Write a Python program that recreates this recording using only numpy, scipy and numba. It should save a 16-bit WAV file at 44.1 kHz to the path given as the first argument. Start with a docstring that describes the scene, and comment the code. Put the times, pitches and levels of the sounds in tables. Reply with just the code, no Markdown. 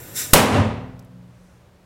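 """A fuse fizzes and flares, then a firecracker bangs in the metal pipe of a toy gun on a wooden table.
The blast is a push of gas, a crack and a short falling ring of the pipe. The bare room booms on by
reverberation while the overloaded recorder ducks and recovers. A few crumbs of debris land and the
gun rubs faintly as it is moved, over quiet room air and a hum."""
import sys
import numpy as np
from scipy import signal
from scipy.fft import rfft, irfft, next_fast_len
from scipy.io import wavfile
from scipy.ndimage import map_coordinates
from numba import njit

SR = 44100
rng = np.random.default_rng(int(sys.argv[2]) if len(sys.argv) > 2 else 0)


def output_pcm(signal):
    """Save a mono or channel-first signal as 16-bit PCM at the path in sys.argv[1].

    Samples are clipped to [-1, 1] before scaling.
    """
    pcm = np.clip(np.atleast_2d(signal).T, -1, 1) * 32767
    wavfile.write(sys.argv[1], SR, np.round(pcm).astype(np.int16))


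N = 81585
BANG_S = .3349


def amp(db):
    """Decibels to amplitude ratio."""
    return 10 ** (np.asarray(db) / 20)


def unit(x):
    """Normalise to rms 1."""
    return x / np.sqrt(np.mean(x ** 2) + 1e-20)


def along(points, hz):
    """Interpolate (frequency_hz, value) points on a logarithmic frequency axis."""
    f, v = np.transpose(points)
    return np.interp(np.log(hz + 1), np.log(f + 1), v)


def since(start_s):
    """Seconds since start_s, for every sample."""
    return np.arange(N) / SR - start_s


def decay(start_s, t60_s):
    """Exponential damping from start_s on: 60 dB in t60_s."""
    t = since(start_s)
    return (t >= 0) * amp(-60 * np.abs(t) / t60_s)


def filtered(x, response):
    """Linear filtering: the spectrum of x times a frequency response."""
    size = next_fast_len(N + SR // 2)
    return irfft(rfft(x, size) * response(np.fft.rfftfreq(size, 1 / SR)), size)[:N]


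def noise(spectrum):
    """Coloured noise of rms 1, shaped by (frequency_hz, density_db) points."""
    return unit(filtered(rng.standard_normal(N), lambda hz: amp(along(spectrum, hz))))


def wobble(rate_hz):
    """Smooth random modulation: a spline through rate_hz knots a second."""
    knots = rng.standard_normal(int(N * rate_hz / SR) + 4)
    return map_coordinates(knots, [np.arange(N) * rate_hz / SR])


def background():
    """Ambient noise floor: steady room air and a hum modulated in amplitude and phase."""
    # spectrum of the air: frequency_hz, density_db
    air_spectrum = [(15, -42), (25, -11.5), (53, 1), (145, -5.5), (185, -8), (249, -12.5), (560, -10),
                    (677, -15), (1040, -18), (16000, -41.5)]
    hum_hz = 122
    hum_level = amp(-58.5) * (1 + .5 * wobble(9))
    hum = hum_level * np.sin(2 * np.pi * hum_hz * since(0) + wobble(2.5))
    return amp(-54) * noise(air_spectrum) + hum


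def fuse():
    """Combustion noise sputters and flares until the bang; reflections comb-filter and prolong it."""
    # envelope of the hiss: time_s, level_db
    envelope = [(0, -43), (0.137, -43), (0.173, -27), (0.218, -26), (0.249, -31.5), (.295, -38.5),
                (.332, -37.5)]
    # spectra of the quiet fizz, the flare and the flame's low flutter: frequency_hz, density_db
    fizz_spectrum = [(300, -2), (800, 6), (1900, 5), (3000, 0), (4600, -6), (7500, 2.5), (10500, 0),
                     (13500, 5.5), (16000, 1.5)]
    flare_spectrum = [(300, -21), (900, -13), (1800, -3.5), (2600, -4.5), (4000, -6), (6000, 0), (7600, 1),
                      (11000, -2), (13500, -3), (16000, -8)]
    flame_spectrum = [(25, -9), (60, -9), (110, 6.5), (180, -3.5), (500, -6), (900, -18), (2000, -27)]
    comb_hz, whistle_hz, whistle_width_hz = 1860, 7400, 300
    time_s, level_db = np.transpose(envelope)
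    level = amp(np.interp(since(0), time_s, level_db))
    quiet = np.minimum(level, amp(level_db[0]))
    flare = np.sqrt(np.abs(level ** 2 - quiet ** 2))  # incoherent sources add in power
    hiss = quiet * noise(fizz_spectrum) + flare * noise(flare_spectrum)
    hiss = filtered(hiss, lambda hz: 1 + .2 * np.exp(-2j * np.pi * hz / comb_hz))  # table-top reflection
    hiss = filtered(hiss, lambda hz: 1 + amp(-6) / (1 + 2j * (hz - whistle_hz) / whistle_width_hz))
    wall_echo = rng.standard_normal(N) * decay(0, t60_s=.087)
    hiss += amp(-6) * signal.fftconvolve(hiss, wall_echo / np.linalg.norm(wall_echo))[:N]
    sputter = amp(.62 * wobble(100))
    return (hiss * sputter + amp(-42.5) * noise(flame_spectrum)) * (since(BANG_S) < 0)


def blast():
    """Pressure transient: escaping gas drives a noisy ramp just ahead of the charge's broadband crack."""
    # spectrum of the gas noise and the crack: frequency_hz, density_db
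    crack_spectrum = [(100, -23), (1000, -7), (3000, -1), (7000, -0.5), (10000, 0), (15500, -3.5),
                      (17500, -40.5)]
    t, rise_s = since(BANG_S), .0026
    ramp = (t < 0) * np.maximum(1 + t / rise_s, 0)
    push = amp(2) * ramp * (1 + amp(-8) * noise(crack_spectrum))
    crack = amp(15) * decay(BANG_S, t60_s=.036) * noise(crack_spectrum)
    return push + crack


def pipe_ring():
    """Resonance: the gas column rings briefly with a falling pitch; the metal's modes ring on."""
    # modes of the metal pipe: pitch_hz, level_db
    metal_modes = [(795, -12), (971, -12), (1074, -18.5), (1224, -21.5), (1580, -19.5), (1940, -20),
                   (2622, -22), (2756, -27), (3010, -26.5)]
    start_hz, end_hz, fall_s = 1380, 430, .0105
    t = since(BANG_S)
    pitch_hz = end_hz + (start_hz - end_hz) * np.exp(-(t / fall_s) ** 2)
    phase = 2 * np.pi * np.cumsum(pitch_hz * (t >= 0)) / SR
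    gas = -amp(7.5) * decay(BANG_S, t60_s=.1) * np.sin(phase)
    metal = sum(amp(db) * np.sin(2 * np.pi * (hz * t + rng.random()) + .74 * wobble(25))
                for hz, db in metal_modes)
    return gas + metal * decay(BANG_S, t60_s=.67)


def reverberation():
    """Early reflections merge into a diffuse field whose treble dies first; the bass swells once more."""
    # spectra of the early reflections, the diffuse tail and the late boom: frequency_hz, density_db
    early_spectrum = [(60, -4), (150, 3.5), (300, -2.5), (500, 6), (900, -3), (2000, -6.5), (5000, -14.5),
                      (10000, -14.5), (16000, -21)]
    tail_spectrum = [(25, -20), (50, -10.5), (75, -5), (120, 4.5), (180, 1), (330, 2), (480, 2), (900, 0),
                     (1500, -6), (2800, -8.5), (5000, -15), (9000, -15.5), (16000, -22.5)]
    boom_spectrum = [(25, -18.5), (55, -14), (72, -3), (105, 2), (135, -6.5), (190, -11), (260, -4.5),
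                     (340, -15.5), (550, -12.5), (1200, -21.5), (3000, -33), (7000, -56), (16000, -120)]
    # reverberation time of the room: frequency_hz, t60_s
    decay_times = [(50, 1.2), (120, 0.74), (250, 0.83), (600, 0.84), (1500, 0.78), (3500, 0.67),
                   (7000, .52), (11000, 0.43), (16000, 0.25)]
    rise_s, boom_s, boom_width_s = .015, .585, .07
    early = amp(6) * decay(BANG_S, t60_s=.23) * noise(early_spectrum)
    hz, frame_s, bands = signal.stft(noise(tail_spectrum), SR, nperseg=512)
    fade = amp(-60 * np.maximum(frame_s - BANG_S, 0) / along(decay_times, hz)[:, None])
    tail = amp(-2.5) * signal.istft(bands * fade, SR, nperseg=512)[1][:N]
    boom = amp(-18) * np.exp(-(since(boom_s) / boom_width_s) ** 2) * noise(boom_spectrum)
    age = np.maximum(since(BANG_S), 0)
    return (early + tail + boom) * (1 - np.exp(-(age / rise_s) ** 2))


def standing_waves():
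    """Room modes build up and linger; random wavering stands for beats with close neighbours."""
    # modes of the room: pitch_hz, level_db, t60_s, rise_s
    room_modes = [(36.6, -17, 1, 0.38), (72.16, -10.5, .9, .23), (100.8, 1.5, .75, 0.18),
                  (119.7, -22.5, 2.1, .2), (139.6, -22, 1.5, 0.14), (180, -33, 3.7, 0.109),
                  (203.6, -12.5, 0.7, 0.054), (217.5, -8.5, 0.83, .06), (256.7, -14, 1.214, .04),
                  (426.5, -11.5, .7, 0.025), (466, -11.5, 0.6, 0.039), (502, -17.5, 0.99, .06),
                  (581.7, -18, 0.93, .06)]
    beat_db, beat_rad = 2.5, .3
    age = np.maximum(since(BANG_S), 0)
    waves = np.zeros(N)
    for pitch_hz, level_db, t60_s, rise_s in room_modes:
        build_up = 1 - np.exp(-(age / rise_s) ** 4)
        level = amp(level_db + beat_db * wobble(14)) * decay(BANG_S, t60_s) * build_up
        waves += level * np.sin(2 * np.pi * (pitch_hz * age + rng.random()) + beat_rad * wobble(11))
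    return waves


def debris():
    """Impact noise: each crumb lands with a bright, quickly damped tick."""
    # landings: start_s, level_db, centre_hz
    landings = [(0.9932, -44.5, 5360), (.995, -49, 12000), (1.0246, -59, 9000), (1.048, -52, 10500)]
    width_octaves = .55
    ticks = np.zeros(N)
    for start_s, level_db, centre_hz in landings:
        tick = filtered(rng.standard_normal(N),
                        lambda hz: 1 / (1 + (np.log2((hz + 1) / centre_hz) / width_octaves) ** 2))
        ticks += amp(level_db - 3) * decay(start_s, t60_s=.024) * unit(tick)
    return ticks


def gun_rub():
    """Friction noise swells and fades faintly as the gun is moved."""
    # spectrum of the rub: frequency_hz, density_db
    rub_spectrum = [(200, 0), (600, -11), (1500, 0.5), (3000, -13.5), (4400, -19), (5700, -8), (7400, -12),
                    (9500, -12), (16000, -34)]
    peak_s, width_s = 1.47, .16
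    return amp(-64) * np.exp(-(since(peak_s) / width_s) ** 2) * noise(rub_spectrum)


@njit
def ducking(excess_db, attack_s, hold_s, release_db_per_s):
    """Limiter gain reduction in dB: it follows the excess level up, holds, then lets go."""
    out, cut_db, wait = np.zeros(len(excess_db)), 0.0, 0.0
    for i in range(len(excess_db)):
        if excess_db[i] > cut_db:
            cut_db += (excess_db[i] - cut_db) / (attack_s * SR)
            wait = hold_s * SR
        elif wait > 0:
            wait -= 1
        else:
            cut_db = max(cut_db - release_db_per_s / SR, excess_db[i])
        out[i] = cut_db
    return out


def saturate(x, ceiling, hardness):
    """Soft clipping: peaks round off towards the ceiling."""
    return x / (1 + np.abs(x / ceiling) ** hardness) ** (1 / hardness)


def scene():
    """Superposition of all sound at the microphone."""
    firecracker = fuse() + blast() + pipe_ring()
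    room = reverberation() + standing_waves()
    return (firecracker + room + debris() + background() + gun_rub())[None]


def record(dry):
    """Overload: the microphone saturates, a limiter ducks, peaks clip and a low-pass trims the top."""
    threshold_db, average_s, cutoff_hz = -9, .004, 16000
    ceiling = amp(.5) * (1 + .33 * np.sign(dry[0]))  # the microphone gives way sooner on one side
    mic = saturate(dry[0], ceiling, hardness=6)
    k = 1 / (average_s * SR)
    power = signal.lfilter([k], [1, k - 1], mic ** 2)
    excess_db = np.maximum(10 * np.log10(np.abs(power) + 1e-12) - threshold_db, 0)
    cut_db = ducking(excess_db, attack_s=.0051, hold_s=.13, release_db_per_s=109)
    clipped = saturate(mic * amp(-cut_db), ceiling=1, hardness=8)
    return filtered(clipped, lambda hz: 1 / np.sqrt(1 + (hz / cutoff_hz) ** 160))[None]


dry = scene()
out = record(dry)
output_pcm(out)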